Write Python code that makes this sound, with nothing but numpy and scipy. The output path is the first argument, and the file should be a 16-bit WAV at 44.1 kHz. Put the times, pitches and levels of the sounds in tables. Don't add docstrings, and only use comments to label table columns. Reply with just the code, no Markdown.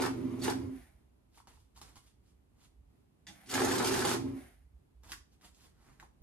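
import sys
import numpy as np
from scipy import signal
from scipy.fft import rfft, irfft
from scipy.io import wavfile

SR = 44100
rng = np.random.default_rng(int(sys.argv[2]) if len(sys.argv) > 2 else 0)


def file_out(sig):
    cols = np.atleast_2d(sig).T
    lim = np.clip(cols, -1, 1)
    pcm = np.round(lim * 32767).astype(np.int16)
    wavfile.write(sys.argv[1], SR, pcm)


N = 274302
T = np.arange(N) / SR


def amp(db):
    return 10 ** (np.asarray(db) / 20)


def evened(x):
    return x / np.sqrt(np.mean(x ** 2) + 1e-20)


def read(points, hz):
    f, value = np.transpose(points)
    return np.interp(np.log(hz + 1), np.log(f + 1), value)


def add(mix, s, sound):
    part = mix[max(round(s * SR), 0):][:len(sound)]
    part += sound[:len(part)]


def colour(x, points):
    hz = np.minimum(abs(np.fft.fftfreq(4096, 1 / SR)), 11000)
    log_gain = np.log(amp(read(points, hz)))
    response = np.exp(np.conj(signal.hilbert(log_gain)))
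    taps = np.fft.ifft(response).real
    return signal.oaconvolve(x, taps / np.linalg.norm(taps))[:len(x)]


def wander(hz):
    lowpass = np.exp(-(np.fft.rfftfreq(N, 1 / SR) / hz) ** 2)
    return evened(irfft(rfft(rng.standard_normal(N)) * lowpass, N))


def crackle(per_s, spread_db):
    size = amp(spread_db * np.minimum(rng.exponential(1, N), 4))
    sign = rng.choice([-1, 1], N)
    return evened(size * sign * (rng.random(N) < per_s / SR))


SWELL_CURVE = 1.37


def swell(start, stop, rise_s, fall_s):
    away = np.maximum(start - T, 0) / rise_s + np.maximum(T - stop, 0) / fall_s
    return amp(-20 * np.minimum(away ** SWELL_CURVE, 10))


def burst(length, hz, db):
    t = np.arange(int(length * SR)) / SR
    return amp(db) * np.hanning(len(t)) * np.sin(2 * np.pi * hz * t)


def ring(modes):
    t = np.arange(SR // 3) / SR
    return sum(amp(db - 60 * t / t60) * np.sin(2 * np.pi * hz * t) for hz, db, t60 in modes)


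# frequency in Hz, time to die by 60 dB in seconds.
ROOM_DECAY = [(150, 0.5), (600, 0.32), (2000, 0.28), (6000, 0.31), (12000, 0.22)]


def reflections(x):
    delay = np.arange(SR) / SR
    taps = rng.standard_normal((2, SR)) * (rng.random((2, SR)) < .08) * (delay > .003)
    hz, t, z = signal.stft(taps, SR, nperseg=256)
    decay = amp(-60 * t / read(ROOM_DECAY, hz)[:, None])
    tail = signal.istft(z * decay, SR, nperseg=256)[1]
    tail *= 1 + 1.5 * np.exp(-np.arange(tail.shape[1]) / SR / 0.008)
    return signal.fftconvolve(x[None], tail / np.linalg.norm(tail[0]), axes=1)[:, :N]


def room(x, wet_db, lag):
    wet = sum(reflections(x * np.cos(2 * np.pi * (13 * T + k / 8))) for k in range(4)) / np.sqrt(2)
    direct = np.array([x, np.interp(T - lag, T, x)])
    return (direct + amp(wet_db) * wet) / np.sqrt(1 + amp(wet_db) ** 2 / 2)


# frequency in Hz, relative level in dB.
AIR_COLOUR = [(53, -36), (90, -7), (125, -1), (153, -7), (261, -9), (341, -13.5), (409, -15), (492, -21.5),
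              (856, -23.5), (1610, -32), (2530, -34), (5630, -41.5), (12000, -36.5), (15600, -68),
              (22000, -120)]
# frequency in Hz, relative level in dB.
RUMBLE_COLOUR = [(20, -33), (32, -22.5), (45, -2), (62, 4), (80, -5.5), (110, -13.5), (300, -56.5)]
# from and to in seconds, rumble level in dB.
SHIFTS = [(1.422, 2.95, -68), (4.55, 5.27, -64.5), (5.52, 6.222, -69)]
AIR_DB = -68.5
RUMBLE_DB, SHAKE_DB, RUMBLE_WAVER_DB = -69.5, -61, 2
SHAKE_HOLD_S = 0.22
SHIFT_FADE_S, SHAKE_RISE_S, SHAKE_FADE_S = 0.1, .15, .25


def air():
    shake = sum(swell(start, brake + SHAKE_HOLD_S, SHAKE_RISE_S, SHAKE_FADE_S) for start, brake, *_ in RUNS)
    shake = amp(SHAKE_DB) * shake
    shifts = sum(amp(db) * swell(start, stop, SHIFT_FADE_S, SHIFT_FADE_S) for start, stop, db in SHIFTS)
    level = np.sqrt(amp(RUMBLE_DB) ** 2 + shake ** 2 + shifts ** 2)
    stirred = level * amp(RUMBLE_WAVER_DB * wander(hz=7.4))
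    rumble = stirred * colour(rng.standard_normal(N), RUMBLE_COLOUR)
    sides = np.array([colour(rng.standard_normal(N), AIR_COLOUR) for _ in range(2)])
    return rumble + amp(AIR_DB) * sides * amp(1.0 * wander(hz=4.6))


CRINKLE_DB, CRINKLE_LOW_HZ, CRINKLE_HIGH_HZ = -9.5, 970, 5900


def crinkles(rustle):
    out = np.zeros(N)
    for hz in np.geomspace(CRINKLE_LOW_HZ, CRINKLE_HIGH_HZ, 8):
        cycles = hz * np.arange(SR // 100) / SR
        ping = evened(np.exp(-cycles / 2) * np.sin(2 * np.pi * cycles))
        out += signal.oaconvolve(crackle(per_s=25, spread_db=2.5), ping)[:N]
    return amp(CRINKLE_DB) * evened(out) * rustle


# loudest moment in seconds, rise in seconds, fall in seconds,
# rustle level in dB, dull flexing level in dB.
STROKES = [(1.38, .06, 0.048, -60, -69.5), (1.477, 0.0098, 0.082, -63.5, -61),
           (1.54, 0.047, 0.16, -68.5, -84.5), (1.765, 0.016, 0.046, -57, -64),
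           (1.818, 0.02, 0.21, -59.5, -60.5), (1.967, 0.013, 0.036, -60.5, -61), (2.07, .07, .07, -69, -91),
           (2.29, 0.092, 0.056, -73.5, -90), (2.61, .06, 0.044, -73, -70), (2.64, .05, 0.045, -64.5, -89),
           (5.035, .005, 0.063, -67, -62.5), (5.112, 0.063, 0.045, -51.5, -61),
           (5.325, 0.03, 0.061, -72, -94), (5.446, 0.038, 0.054, -54, -58.5), (5.56, 0.044, 0.13, -68, -86),
           (5.655, 0.1, 0.049, -63, -66.5), (5.89, 0.18, 0.14, -68, -64), (6.032, 0.051, 0.049, -70, -60)]
# frequency in Hz, relative level in dB.
RUSTLE_COLOUR = [(700, -4.5), (1800, -11), (3000, 0), (6000, -2), (9500, 3.5), (12000, -3.5)]
# frequency in Hz, relative level in dB.
FLEX_COLOUR = [(120, 6), (330, -0.5), (520, -8), (900, -2), (1300, -5.5), (1900, -7.5), (4000, -28.5),
               (10000, -31)]


def hands():
    rustle, flex = np.zeros((2, N))
    for s, rise_s, fall_s, rustle_db, flex_db in STROKES:
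        stroke = swell(s, s, rise_s, fall_s)
        rustle += amp(rustle_db) * stroke
        flex += amp(flex_db) * stroke
    slips = crackle(per_s=3000, spread_db=1.5) * amp(2 * wander(hz=80.0)) * rustle
    bends = crackle(per_s=600, spread_db=0.5) * flex
    return colour(slips, RUSTLE_COLOUR) + colour(bends, FLEX_COLOUR) + crinkles(rustle)


# start in seconds, relative level in dB,
# base pitch of the sheet in Hz, crispness (crack against pop) in dB.
SNAPS = [(1.375, -54.5, 950, -23), (1.402, -49.5, 1010, -28), (1.472, -51, 950, -10),
         (1.482, -67, 860, -16), (1.573, -59, 960, -28), (1.764, -56, 3320, -7), (1.775, -52.5, 1000, -11),
         (1.815, -48.5, 915, -1.5), (1.957, -61.5, 1110, 2), (5.035, -66, 1140, 2), (5.095, -55, 942, -12),
         (5.1189, -37, 1700, -3.5), (5.1197, -30, 5000, -20.5), (5.125, -44, 1720, -22),
         (5.133, -37, 1580, -17), (5.412, -59, 1640, -9), (5.451, -56, 810, -18), (5.547, -68, 2500, 1),
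         (5.565, -78, 2500, -13), (5.999, -43, 1630, -16), (6.027, -44.5, 960, -23)]
# frequency in Hz, relative level in dB.
CRACK_COLOUR = [(150, -12), (330, 1.5), (520, -12.5), (1100, 4.5), (1800, -17), (2900, -3.5), (5500, -1),
                (7500, -2.5), (12000, -4.5)]


def snaps():
    pops, cracks = np.zeros((2, N))
    t = np.arange(SR // 20) / SR
    slack = 1 + 0.45 * np.exp(-t / 0.00049) - 0.22 * (1 - np.exp(-t / 0.0054))
    for s, db, hz, crisp_db in SNAPS:
        cycles = np.cumsum(hz * slack) / SR
        add(pops, s, amp(db) * np.sin(2 * np.pi * cycles) * cycles * np.exp(1 - cycles))
        fizz = np.exp(-t / .006) * rng.standard_normal(len(t))
        crack = 4.5 * signal.unit_impulse(len(t), 40) + .45 * fizz
        add(cracks, s, amp(db + crisp_db) * crack)
    return amp(1.5) * pops + amp(12.0) * colour(cracks, CRACK_COLOUR)


# start in seconds, clack in dB, thud of the case in dB,
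# both before the strength of the modes and filter.
LANDINGS = [(3.268, -42.5, -66), (3.284, -46, -63), (3.296, -54, -58.5)]
# frequency in Hz, relative level in dB.
CLACK_COLOUR = [(500, -15.5), (800, -2), (1200, -10), (2000, -2), (4900, -4), (6500, -3), (12000, -13)]
# frequency in Hz, relative level in dB, 60 dB decay in seconds.
LIP = [(1960, -10.5, 0.043), (2180, -15.5, 0.034), (3500, -4.5, 0.041), (4870, -14, 0.07)]
# frequency in Hz, relative level in dB, 60 dB decay in seconds.
CASE = [(135, -2.5, 0.21), (189, 1.5, .18), (270, -4.5, 0.31), (308, -0.5, 0.29), (810, 0, 0.15)]


def hopper():
    clack, knock = np.zeros((2, N))
    t = np.arange(SR // 10) / SR
    for s, clack_db, thud_db in LANDINGS:
        add(clack, s, amp(clack_db) * np.exp(-t / 0.014) * rng.standard_normal(len(t)))
        add(knock, s, amp(clack_db) * ring(LIP) + amp(thud_db) * ring(CASE))
    return amp(-4.5) * colour(clack, CLACK_COLOUR) + knock


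# frequency in Hz, level in dB.
WHINE = [(200, -68), (830, -73.5)]
# frequency in Hz, relative level in dB.
STACKER_COLOUR = [(290, -51), (500, -9), (594, -4.5), (765, 0.5), (947, -13), (1570, -7), (2100, -6),
                  (2310, -10), (2470, -12), (4030, -17.5), (7840, -20.5), (9320, -9.5), (12000, -12.5),
                  (15600, -51), (22000, -120)]
STACKER_DB, STACKER_LEAD_S, STACKER_RISE_S = -61.5, 0.27, .025
RUN_DOWN_RISE_S, RUN_DOWN_FALL_S = 0.073, 0.23
WHIR_HZ, WHIR_DB = 2180, -12.5


def stacker():
    spin, alone = np.zeros((2, N))
    for start, brake, off, *_, run_down_db in RUNS:
        alone += swell(start - STACKER_LEAD_S, start, STACKER_RISE_S, STOP_S)
        spin += amp(STACKER_DB) * swell(start - STACKER_LEAD_S, brake, STACKER_RISE_S, GEAR_FADE_S)
        spin += amp(run_down_db) * swell(off, off, RUN_DOWN_RISE_S, RUN_DOWN_FALL_S)
    whine = sum(amp(db) * np.sin(2 * np.pi * hz * T + 0.84 * wander(hz=20)) for hz, db in WHINE)
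    whir = amp(WHIR_DB) * wander(hz=380) * np.sin(2 * np.pi * WHIR_HZ * T)
    noise = colour(crackle(per_s=8900, spread_db=6), STACKER_COLOUR)
    return alone * whine + spin * (whir + noise)


# up to speed at in seconds, brake in seconds, stacker off in seconds,
# mean roller pitch in Hz, roller drone in dB, gear rattle in dB, brake shudder in dB, stacker run-down in dB.
RUNS = [(-0.184, 0.594, 0.763, 262.9, -38, -43.5, -39.5, -60.5),
        (3.568, 4.235, 4.38, 268, -39.5, -42, -47.5, -57)]


def roller_turns():
    knots = [(s, hz) for start, _, off, hz, *_ in RUNS for s in (start, off)]
    s, hz = np.transpose(knots)
    return np.cumsum(np.interp(T, s, hz) * (1 + 0.012 * wander(hz=15))) / SR


SPIN_UP_S, COAST_S, STOP_S = 0.078, 0.16, .04
GEAR_FADE_S, GEAR_LOAD_DB = 0.21, 2.5
HUM_DB, HUM_HOLD_S, HUM_FADE_S = -47, 0.1, 0.027
THROB_HZ, THROB_DB = 6.8, 1.5


def drive():
    hum, drone, gears = np.zeros((3, N))
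    load = sum(swell(first, last, FLAP_RISE_S, FLAP_FALL_S) for first, last, *_ in BATCHES)
    for start, brake, _, _, drone_db, gear_db, _, _ in RUNS:
        turning = swell(start, brake + COAST_S, SPIN_UP_S, STOP_S)
        slowing = swell(start, brake, SPIN_UP_S, GEAR_FADE_S)
        throb_db = THROB_DB * np.sin(2 * np.pi * THROB_HZ * (T - start))
        hum += amp(HUM_DB) * swell(start, brake + HUM_HOLD_S, SPIN_UP_S, HUM_FADE_S)
        drone += amp(drone_db + throb_db) * turning
        gears += amp(gear_db + GEAR_LOAD_DB * load) * np.minimum(turning, slowing)
    return hum, drone, gears


# frequency in Hz, level in dB relative to the hum.
HUM = [(96.5, -3), (120, 2)]
# multiple of the roller pitch, relative level in dB.
GEAR_TONES = [(.75, -4), (1.27, 2.5), (1.34, -1.5), (1.401, -2.5), (1.841, -15.5), (2.31, -12.5)]
GEAR_TONES_DB = -6
SHUDDER_S, SHUDDER_HZ = .105, 89.1


def motor(turns, hum_level, drone_level, gear_level):
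    shudder, out = np.zeros(N), []
    sway = .3 * wander(hz=25)
    for _, brake, *_, shudder_db, _ in RUNS:
        add(shudder, brake, burst(SHUDDER_S, SHUDDER_HZ, shudder_db))
    for offset in (0, .9):
        hum = sum(amp(db) * np.sin(2 * np.pi * hz * T + sway + 0.34 * offset) for hz, db in HUM)
        drone = np.sin(2 * np.pi * turns + offset) * (1 + 0.064 * wander(hz=30))
        gears = sum(amp(db) * np.sin(2 * np.pi * k * turns + offset + 0.88 * wander(hz=5.9))
                    for k, db in GEAR_TONES)
        tones = hum_level * hum + drone_level * drone + amp(GEAR_TONES_DB) * gear_level * gears
        out.append(tones + shudder)
    return np.array(out)


# frequency in Hz, relative level in dB.
GEAR_COLOUR = [(50, -34), (88, -18.5), (150, -16), (215, -22.5), (260, 0), (307, -19), (355, -9),
               (551, -29), (604, -22.5), (662, -32.5), (1070, -27), (1630, -43), (2100, -37.5),
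               (2530, -42.5), (12000, -56), (15600, -86), (22000, -120)]


def rattle(turns, gear_level):
    teeth = crackle(per_s=6000, spread_db=3.0) * (1 + .5 * np.cos(2 * np.pi * turns))
    return gear_level * colour(teeth, GEAR_COLOUR)


# frequency in Hz, relative level in dB.
VANE_TONES = [(371.4, -48.5), (522.2, -54.5), (597.5, -54), (742.9, -55.5), (823.6, -51), (899.0, -51),
              (1034, -55), (1104, -61), (1179, -56), (1314, -54.5), (1464, -57.5)]


def vanes(flap_level):
    out = np.zeros((2, N))
    for hz, db in VANE_TONES:
        phase = 2 * np.pi * hz * T + 0.33 * wander(hz=24.84)
        apart = rng.uniform(-0.53, 1.0)
        out += amp(db + 4.6 * wander(hz=30)) * np.sin([phase + apart, phase - apart])
    return amp(-2.5) * evened(out) * flap_level


# first note in seconds, last note in seconds, paper scrape in dB,
# flapping in the stacker in dB, edge snap in dB before filter and strength spread.
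BATCHES = [(-0.024, 0.062, -41, -37.5, -34.5), (0.439, 0.499, -39, -37.5, -32),
           (3.513, 4.141, -37.5, -38, -28.5)]
FLAP_LAG_S, FLAP_HOLD_S, FLAP_RISE_S, FLAP_FALL_S = 0.029, 0.01, 0.042, 0.025


def flapping():
    return sum(amp(db) * swell(first + FLAP_LAG_S, last + FLAP_HOLD_S, FLAP_RISE_S, FLAP_FALL_S)
               for first, last, _, db, _ in BATCHES)


# frequency in Hz, relative level in dB.
SCRAPE_COLOUR = [(500, -16.5), (1500, -4), (2500, -2.5), (4500, 0), (7000, -2.5), (9500, -0.5), (12000, -6)]
# frequency in Hz, relative level in dB.
FLAP_COLOUR = [(150, -17), (210, -5), (295, -9.5), (340, 6), (425, 4.5), (560, -9.5), (680, -4), (800, 0),
               (1150, -7), (1550, -5.5), (2300, -12.5), (4000, -25.5), (10000, -46)]
# start in seconds, length in seconds,
# pitch in Hz, level in dB.
SQUEAK = (.416, .012, 4450, -39.5)
NOTE_S, NOTE_SPREAD_DB = .045, 5.5
SCRAPE_LEAD_S, SCRAPE_RISE_S, SCRAPE_FALL_S, SCRAPE_ROUGH_DB = 0.0064, 0.034, 0.02, 3.4
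FIRST_SOFTER, TAKE_UP_S = 0.8, 0.047
EDGE_FLAP_DB = -3.5
VANE_HZ = 74.6


def feed(turns, flap_level):
    scrape_level, edges, squeak = np.zeros((3, N))
    t = np.arange(SR // 20) / SR
    for first, last, scrape_db, _, edge_db in BATCHES:
        passing = swell(first - SCRAPE_LEAD_S, last, SCRAPE_RISE_S, SCRAPE_FALL_S)
        scrape_level += amp(scrape_db) * passing
        times = np.linspace(first, last, round((last - first) / NOTE_S) + 1)
        for s in times[times > 0]:
            take_up = 1 - FIRST_SOFTER * np.exp((first - s) / TAKE_UP_S)
            strength = amp(edge_db + NOTE_SPREAD_DB * rng.uniform(-1.2, 1)) * take_up
            add(edges, s, strength * np.exp(-t / 0.0034) * rng.standard_normal(len(t)))
    note = 2 * np.pi * turns / 12
    vane = np.cos(2 * np.pi * VANE_HZ * T + 0.34 * wander(hz=44))
    roughness = amp(SCRAPE_ROUGH_DB * wander(hz=118))
    scrape = crackle(per_s=9900, spread_db=2.5) * roughness * scrape_level
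    flutter = amp(3.5 * np.cos(2 * note) + 6 * vane + 2.4 * wander(hz=100))
    flap = crackle(per_s=3300, spread_db=1.0) * flutter * flap_level
    add(squeak, SQUEAK[0], burst(*SQUEAK[1:]))
    at_rollers = colour(scrape + edges, SCRAPE_COLOUR)
    in_stacker = colour(flap + amp(EDGE_FLAP_DB) * edges, FLAP_COLOUR)
    return at_rollers + in_stacker + squeak


def scene():
    turns, flap_level = roller_turns(), flapping()
    hum_level, drone_level, gear_level = drive()
    paper = room(hands() + snaps(), wet_db=-1.5, lag=-.00006)
    clatter = feed(turns, flap_level) + rattle(turns, gear_level) + stacker() + hopper()
    tones = motor(turns, hum_level, drone_level, gear_level) + vanes(flap_level)
    machine = tones + room(clatter, wet_db=0.0, lag=0.000032)
    return machine + paper + air()


# frequency in Hz, gain in dB.
SUM_GAIN = [(20, -14.5), (42, -0.5), (12400, -1.5), (13200, -25.5), (14000, -44.5)]
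# frequency in Hz, gain in dB.
DIFFERENCE_GAIN = [(70, -3), (150, -9), (350, 0), (2000, -0.5), (5000, 1.5), (7400, -1), (9000, -16),
                   (10300, -20.5), (11800, -10), (13500, 4.5), (15500, -13)]
# frequency in Hz, left minus right gain in dB.
TILT = [(60, -4), (110, -0.5), (200, -4.5), (350, -1.5), (640, 1), (1150, -0.5), (2070, 0), (3740, -1),
        (6760, -3), (12200, 0.0)]
EDGE_HZ = 15750


def record(dry):
    hz = np.fft.rfftfreq(N, 1 / SR)
    left, right = rfft(dry)
    mid = (left + right) / 2 * amp(read(SUM_GAIN, hz))
    side = (left - right) / 2 * amp(read(DIFFERENCE_GAIN, hz))
    lean = amp(read(TILT, hz) / 2)
    out = irfft(np.array([(mid + side) * lean, (mid - side) / lean]), N)
    lowpass = signal.firwin(511, EDGE_HZ, window=("kaiser", 9), fs=SR)
    return signal.oaconvolve(out, lowpass[None], "same")


dry = scene()
out = record(dry)
file_out(out)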